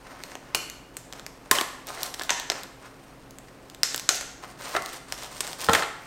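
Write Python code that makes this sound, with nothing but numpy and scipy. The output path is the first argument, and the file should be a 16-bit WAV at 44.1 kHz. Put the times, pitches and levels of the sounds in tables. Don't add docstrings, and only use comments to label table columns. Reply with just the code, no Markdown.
import sys
import numpy as np
from scipy import signal
from scipy.fft import rfft, irfft, next_fast_len
from scipy.io import wavfile

SR = 44100
rng = np.random.default_rng(int(sys.argv[2]) if len(sys.argv) > 2 else 0)


def to_wav(sig):
    pcm = np.clip(np.atleast_2d(sig), -1, 1) * 32767
    pcm = np.round(pcm).astype(np.int16)
    wavfile.write(sys.argv[1], SR, pcm.T)


N = 267334
TIME = np.arange(N) / SR

# start_s, level_db, flutter_ms, pitch_hz, fall_below [dB/octave], fall_above [dB/octave], room_db
PANEL_SNAPS = [(0.5475, 4, 2.9, 2770, 5, 2, -4.5), (0.5542, -7.5, 1, 9300, 1.5, 6, -2.5),
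               (0.9684, -9, 0.67, 8400, 4, 6, -6), (1.5121, 6, 2.5, 1075, 3.5, -1, -4.5),
               (1.551, -6, 2.8, 1960, 17, 1.5, 4.5), (1.568, -5, 1.4, 2200, 14, 10, -8),
               (1.5857, 5, 1.3, 2970, 4.5, 12, -13), (1.6115, 1, 1.4, 1050, 4.5, 2, -11),
               (2.2118, -2.5, 3.1, 1700, 6.5, 13, -6), (2.2932, 7.5, 5.1, 1810, 12, 8, -1.5),
               (2.3049, 5, 1.15, 6260, 4, 18, -0.5), (2.5002, 5, 0.48, 5200, 4.5, 15, -7.5),
               (2.5178, -6.5, 2.6, 4250, 1.5, 6, -11), (3.8327, 13, 0.48, 5120, 8.5, 11.5, -3.5),
               (4.0905, 12, 2.5, 6350, 5.5, 14.5, -3), (4.21, -10.5, 1.5, 6280, 2.3, 7, -1.5),
               (4.7495, 2, 4.8, 1340, 4, 13, -4), (4.764, 3.5, 4, 1360, 17, 5, -25),
               (5.1234, -4.5, 0.72, 5500, 2.5, 5.5, -4), (5.4057, 1.5, 3.7, 8600, 3.5, 14, -5.5),
               (5.6864, 8.5, 2.3, 1280, 4.5, 9.5, -4), (5.6939, 9, 3.5, 956, 6, 6, -2.5),
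               (5.7329, 6, 5.2, 2350, 3, 2.5, -4), (5.749, 11.5, 6.4, 1940, 6, 8, -7),
               (5.822, 0, 5.5, 1750, 3.5, 8, -6), (5.832, 0.5, 5.4, 1820, 6.5, 10, -15)]


def snaps():
    near, thrown = np.zeros(N), np.zeros(N)
    pulse = signal.unit_impulse(SR // 16) + 1e-18
    for start_s, level_db, flutter_ms, pitch_hz, fall_below, fall_above, room_db in PANEL_SNAPS:
        direct = snap(flutter(flutter_ms), pitch_hz, fall_below, fall_above)
        add(near, start_s, from_db(level_db) * direct)
        panel_colour = snap(pulse, pitch_hz, fall_below, fall_above)
        add(thrown, start_s, from_db(level_db + room_db) * panel_colour)
    return near, thrown


def snap(motion, pitch_hz, fall_below, fall_above, panel_q=7, overtone=1.58, overtone_share=0.12):
    gain = from_db(7.5)
    width_hz = pitch_hz / (panel_q * np.sqrt(gain))
    ring = resonance(motion, pitch_hz, width_hz)
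    ring = ring + overtone_share * resonance(motion, overtone * pitch_hz, width_hz)
    octaves = np.log2(REGISTER_CENTRES_HZ / pitch_hz)
    energies_db = np.where(octaves < 0, fall_below, -fall_above) * octaves
    return in_registers(motion + (gain - 1) * ring, energies_db)


def flutter(flutter_ms, jump=2.77, ring_db=-25, ring_s=0.0037):
    t = TIME[:SR // 16]
    fade = np.exp(-t * 1000 / flutter_ms)
    afterring = from_db(ring_db) * np.exp(-t / ring_s)
    motion = rng.choice([-1, 1], len(t)) * (fade + afterring)
    motion[0] = jump
    return motion


REGISTER_BOUNDS_HZ = [260, 700, 1700, 3800, 8000, 11500, 16000]
REGISTER_CENTRES_HZ = np.sqrt(np.multiply(REGISTER_BOUNDS_HZ[:-1], REGISTER_BOUNDS_HZ[1:]))
REGISTER_SHARES = np.minimum(np.diff(np.log2(REGISTER_BOUNDS_HZ)), 1)
REGISTER_FILTERS = [signal.butter(3, edges, "band", fs=SR)
                    for edges in zip(REGISTER_BOUNDS_HZ, REGISTER_BOUNDS_HZ[1:])]


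def in_registers(sound, energies_db):
    gains = from_db(energies_db) * np.sqrt(REGISTER_SHARES)
    return sum(gain * unit_energy(signal.lfilter(b, a, sound + 1e-18))
               for gain, (b, a) in zip(gains, REGISTER_FILTERS))


# start_s, pitch_hz, level_db, t60_s
POPPED_WALLS = [(0.5476, 2930, -10.5, 0.0095), (0.548, 2470, -16.5, 0.014), (0.5483, 4280, -19.5, 0.009),
                (0.5493, 318, -39, 0.16), (0.5542, 8900, -14, 0.002), (0.9738, 7160, -26, 0.003),
                (1.5133, 1034, -12.5, 0.034), (1.5139, 1720, -15, 0.012), (2.3057, 975, -20.5, 0.04),
                (3.8329, 4750, -8.5, 0.0023), (4.091, 1380, -18, 0.017), (4.091, 710, -28, 0.03)]


def walls():
    out = np.zeros(N)
    for start_s, pitch_hz, level_db, t60_s in POPPED_WALLS:
        add(out, start_s, mode(pitch_hz, level_db, t60_s))
    return out


# start_s, level_db, brightness [dB/octave]
CREASE_TICKS = [(0.2367, -13.5, -0.5), (0.3179, -21, -4), (0.3534, -13.5, -4), (0.6992, -18, 3),
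                (1.126, -15.5, -1.5), (1.1342, -18.5, -2.5), (1.196, -18.5, -2.5), (1.2646, -13.5, -0.3),
                (1.87, -30.5, 9.5), (2.0319, -11, 6), (2.141, -13.5, 0.5), (2.1444, -13.5, 0.5),
                (2.1957, -9.5, -2), (2.22, -15.5, 2), (2.235, -20, 5.5), (2.3985, -9.5, -0.5),
                (2.634, -20, 3), (3.3085, -32, 5), (3.3855, -23.5, 2), (3.6995, -24, 1),
                (3.7472, -22.5, 0.5), (3.9451, -4, -1), (3.961, -21, 9), (3.9783, -11.5, 2),
                (3.9965, -12, 1.5), (4.822, -19, 2), (4.8605, -16, 3), (5.447, -18, -5),
                (5.469, -16.5, 0.5), (5.476, -15, -0.5), (5.531, -13.5, 0), (5.6442, -14, 2.5),
                (5.666, -16, 1)]
# frequency_hz, level_db
CLICK_COLOUR = [(430, -12), (1100, -5.5), (2500, -1), (5500, 1.5), (11300, -5)]


def ticks(flutter_ms=0.45, tilt_pivot_hz=2500):
    out = np.zeros(N)
    colour_db = at_hz(CLICK_COLOUR, REGISTER_CENTRES_HZ)
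    octaves = np.log2(REGISTER_CENTRES_HZ / tilt_pivot_hz)
    for start_s, level_db, brightness in CREASE_TICKS:
        energies_db = level_db + colour_db + brightness * octaves
        add(out, start_s, in_registers(flutter(flutter_ms), energies_db))
    return out


# frequency_hz, width_hz, level_db
TREBLE_RESONANCES = [(9000, 900, 3.5), (10900, 2000, -3.5), (13300, 880, 0)]


def treble_colour(x):
    for frequency_hz, width_hz, level_db in TREBLE_RESONANCES:
        x = x + (from_db(level_db) - 1) * resonance(x + 1e-18, frequency_hz, width_hz)
    return x


# frequency_hz, density [dB per Hz]
RUB_SPECTRUM = [(200, -8), (400, 0), (700, 5.5), (1300, 2.5), (2200, -1.5), (3500, -10.5)]
SCRAPE_SPECTRUM = [(1600, -14), (2700, -0.5), (4500, 0), (7000, -2.5), (8700, -7), (10500, -20),
                   (13000, -22)]
CRINKLE_SPECTRUM = [(6500, -20), (8800, 7.5), (10700, -9.5), (13500, 0.5), (16000, -6)]
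CRACKLE_SPECTRUM = [(900, 9), (2500, -4), (5500, -9), (8500, 11), (11000, -8), (15000, -13)]
CRINKLE_PER_BITE = 0.78
GRIP_CHANGES_PER_S, GRIP_DB = 70, 2.5
CRACKLES_PER_S, CRACKLE_DB = 51, -11


def handling(rub_db=-3.5, scrape_db=-2.0, crinkle_db=-7.0):
    grip_db = GRIP_DB * np.interp(TIME * GRIP_CHANGES_PER_S, np.arange(N), rng.standard_normal(N))
    grip = from_db(grip_db)
    rub, scrape, crinkle = [grip * sliding_level(share) for share in (0, 1, CRINKLE_PER_BITE)]
    rubbing = from_db(rub_db) * friction(RUB_SPECTRUM, slips_per_s=700, size_db=6, smooth=0.98)
    scraping = from_db(scrape_db) * friction(SCRAPE_SPECTRUM, slips_per_s=1700, size_db=9, smooth=0.6)
    crinkling = from_db(crinkle_db) * friction(CRINKLE_SPECTRUM, slips_per_s=520, size_db=4, smooth=0.7)
    crackles = from_db(CRACKLE_DB) * friction(CRACKLE_SPECTRUM, CRACKLES_PER_S, size_db=2.5, smooth=0)
    return rub * rubbing + scrape * (scraping + crackles) + crinkle * crinkling


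def friction(spectrum, slips_per_s, size_db, smooth):
    sizes = from_db(size_db * np.minimum(rng.exponential(1, N), 3)) * rng.choice([-1, 1], N)
    slips = rms_one(sizes * (rng.random(N) < slips_per_s / SR))
    return coloured(slips + smooth * rng.standard_normal(N), spectrum)


# start_s, length_s, level_db, bite_db
SLIDES = [(0.0, 0.28, -47, -20), (0.21, 0.18, -47.5, -8), (0.41, 0.29, -52, -37), (1.135, 0.09, -47, -13),
          (1.43, 0.14, -55.5, -12), (1.525, 0.12, -30, -10), (1.85, 0.14, -42.5, -4),
          (1.966, 0.16, -38.5, -2.5), (2.16, 0.15, -42.5, -5), (2.51, 0.15, -38.5, -14),
          (2.805, 0.093, -48.5, -13), (3.02, 0.1, -62, -14), (3.91, 0.047, -47, -2),
          (4.095, 0.098, -42.5, 5), (4.42, 0.046, -38.5, -16), (4.46, 0.082, -53, -4),
          (4.565, 0.25, -39, -5.5), (4.73, 0.088, -32, -22), (4.8, 0.15, -48, 1),
          (4.92, 0.071, -43.5, -0.5), (5.06, 0.15, -47, -9), (5.15, 0.15, -45, 0), (5.29, 0.14, -45.5, 1),
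          (5.415, 0.16, -42.5, -1.5), (5.573, 0.12, -36, 0), (5.689, 0.15, -27, -7),
          (5.98, 0.14, -54.5, -6)]
HOLD_DB, HOLD_BITE_DB = -58.5, -7


def sliding_level(bite_share):
    level = np.full(N, from_db(HOLD_DB + bite_share * HOLD_BITE_DB))
    for start_s, length_s, level_db, bite_db in SLIDES:
        add(level, start_s, from_db(level_db + bite_share * bite_db) * stroke(length_s))
    return level


def stroke(length_s, rise=0.25, fall=0.4):
    progress = np.linspace(0, 1, int(length_s * SR))
    speed = np.clip(np.minimum(progress / rise, (1 - progress) / fall), 0, 1)
    return speed * speed * (3 - 2 * speed)


# start_s, level_db
TRAY_BUMPS = [(1.5135, -24.5), (5.689, -7.5), (5.741, -29)]
SMALL_PART_KNOCKS = [(1.974, -37), (2.501, -30.5), (4.7515, -25.5), (4.7675, -23.5)]
# pitch_hz, level_db, t60_s
TRAY_MODES = [(80, -15, 0.095), (117, -17, 0.074), (168, -18, 0.14), (212, -18.5, 0.068), (270, -26, 0.069),
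              (460, -12.5, 0.2), (640, -16, 0.09), (743, -9, 0.03), (813, -6, 0.05), (895, -4.5, 0.046),
              (975, -10, 0.062), (1343, -1, 0.024)]
SMALL_PART_MODES = [(337, -7.5, 0.054), (411, -3, 0.044), (583, -9, 0.04), (678, -0.5, 0.061),
                    (1098, -11, 0.038), (1366, -2, 0.07), (1760, -2, 0.041), (2020, 4, 0.023)]


def knocks(contacts, modes):
    out = np.zeros(N)
    for start_s, contact_db in contacts:
        for k, (pitch_hz, level_db, t60_s) in enumerate(modes):
            sign = (-1) ** k
            add(out, start_s, sign * mode(pitch_hz, contact_db + level_db, t60_s))
    return out


def mode(pitch_hz, level_db, t60_s):
    t = TIME[:SR // 3]
    decay = np.exp(-np.log(1000) * t / t60_s)
    return from_db(level_db) * decay * np.sin(2 * np.pi * pitch_hz * t)


# frequency_hz, t60_s
ROOM_DECAY = [(150, 0.34), (400, 0.46), (1000, 0.74), (2000, 0.75), (5500, 0.59), (9000, 0.56),
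              (15000, 0.32)]
# frequency_hz, level_db
REVERB_COLOUR = [(150, -4.5), (400, -1), (1000, 1), (2500, -1), (4000, -3), (6500, 0), (8800, -3),
                 (11500, -1), (15000, -7)]


def kitchen(x, first_s=0.0011, build_s=0.00066):
    t = TIME[:int(.8 * SR)]
    build_up = 1 - np.exp(-np.maximum(t - first_s, 0) / build_s)
    edges_hz = np.geomspace(70, 18000, 17)
    tail = 0
    for low, high in zip(edges_hz, edges_hz[1:]):
        centre_hz = np.sqrt(low * high)
        decay = np.exp(-np.log(1000) * t / at_hz(ROOM_DECAY, centre_hz))
        share = np.sqrt(2 * (high - low) / SR) * from_db(at_hz(REVERB_COLOUR, centre_hz))
        noise = rng.standard_normal(len(t)) * decay * build_up
        tail = tail + share * unit_energy(band(noise, low, high))
    return signal.fftconvolve(x, tail)[:N]


# frequency_hz, density [dB per Hz]
AIR_SPECTRUM = [(25, 3), (36, -9.5), (50, -4), (75, -14), (100, -13), (130, -4), (210, -8), (300, -7.5),
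                (550, -9), (1070, -15), (2760, -24.5), (6200, -35.5), (16000, -37.5)]
# pitch_hz, level_db (rms)
HUM_PARTIALS = [(48.4, -62.5), (119.5, -63.5), (270, -59), (345, -69), (536, -72.5)]


def background(air_db=-50.5, waver_rad=0.4):
    out = from_db(air_db) * coloured(rng.standard_normal(N), AIR_SPECTRUM)
    for pitch_hz, level_db in HUM_PARTIALS:
        wander = np.cumsum(rng.standard_normal(30))
        waver = np.interp(TIME, np.linspace(0, TIME[-1], 30), wander)
        phase = 2 * np.pi * pitch_hz * TIME + waver_rad * waver
        out = out + np.sqrt(2) * from_db(level_db) * np.sin(phase)
    return out


def from_db(db):
    return 10 ** (np.asarray(db) / 20)


def rms_one(x):
    return x / np.sqrt(np.mean(x ** 2) + 1e-20)


def unit_energy(x):
    return x / np.sqrt(np.sum(x ** 2) + 1e-20)


def at_hz(points, hz):
    frequencies_hz, values = np.transpose(points)
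    return np.interp(np.log(hz + 1e-3), np.log(frequencies_hz), values)


def band(x, low, high, order=3):
    return signal.sosfilt(signal.butter(order, [low, high], "band", fs=SR, output="sos"), x + 1e-18)


def coloured(x, spectrum):
    size = next_fast_len(N)
    hz = np.arange(size // 2 + 1) * SR / size + 1e-3
    low_skirt = 1 / (1 + (spectrum[0][0] / hz) ** 4)
    high_skirt = 1 / (1 + (hz / spectrum[-1][0] / 2) ** 8)
    gain = from_db(at_hz(spectrum, hz)) * low_skirt * high_skirt
    return rms_one(irfft(rfft(x, size) * gain, size)[:N])


def resonance(x, hz, width_hz):
    r = np.exp(-np.pi * width_hz / SR)
    zeros = np.array([1, 0, -1]) * (1 - r * r) / 2
    poles = [1, -2 * r * np.cos(2 * np.pi * hz / SR), r * r]
    return signal.lfilter(zeros, poles, x)


def add(track, start_s, sound):
    start = round(start_s * SR)
    track[start:start + len(sound)] += sound[:N - start]


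def scene(tick_room_db=-6.5, handling_room_db=-3, knock_room_db=-4, echo_s=.0053, echo_db=-17):
    near, thrown = snaps()
    clicks, sliding, rung = ticks(), handling(), walls()
    knocked = knocks(TRAY_BUMPS, TRAY_MODES) + knocks(SMALL_PART_KNOCKS, SMALL_PART_MODES)
    direct = treble_colour(near + clicks) + rung + sliding + knocked
    echo = from_db(echo_db) * np.interp(TIME - echo_s, TIME, direct, left=0)
    into_room = (thrown + rung + from_db(tick_room_db) * clicks
                 + from_db(handling_room_db) * sliding + from_db(knock_room_db) * knocked)
    return np.tile(direct + echo + kitchen(into_room) + background(), (2, 1))


def record(dry, soft_top_hz=14800, cutoff_hz=15950):
    roll_off = signal.butter(2, soft_top_hz, fs=SR, output="sos")
    heard = signal.sosfilt(roll_off, dry)
    top_cut = signal.ellip(10, .1, 70, cutoff_hz, fs=SR, output="sos")
    return signal.sosfilt(top_cut, np.clip(heard, -1, 1))


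dry = scene()
out = record(dry)
to_wav(out)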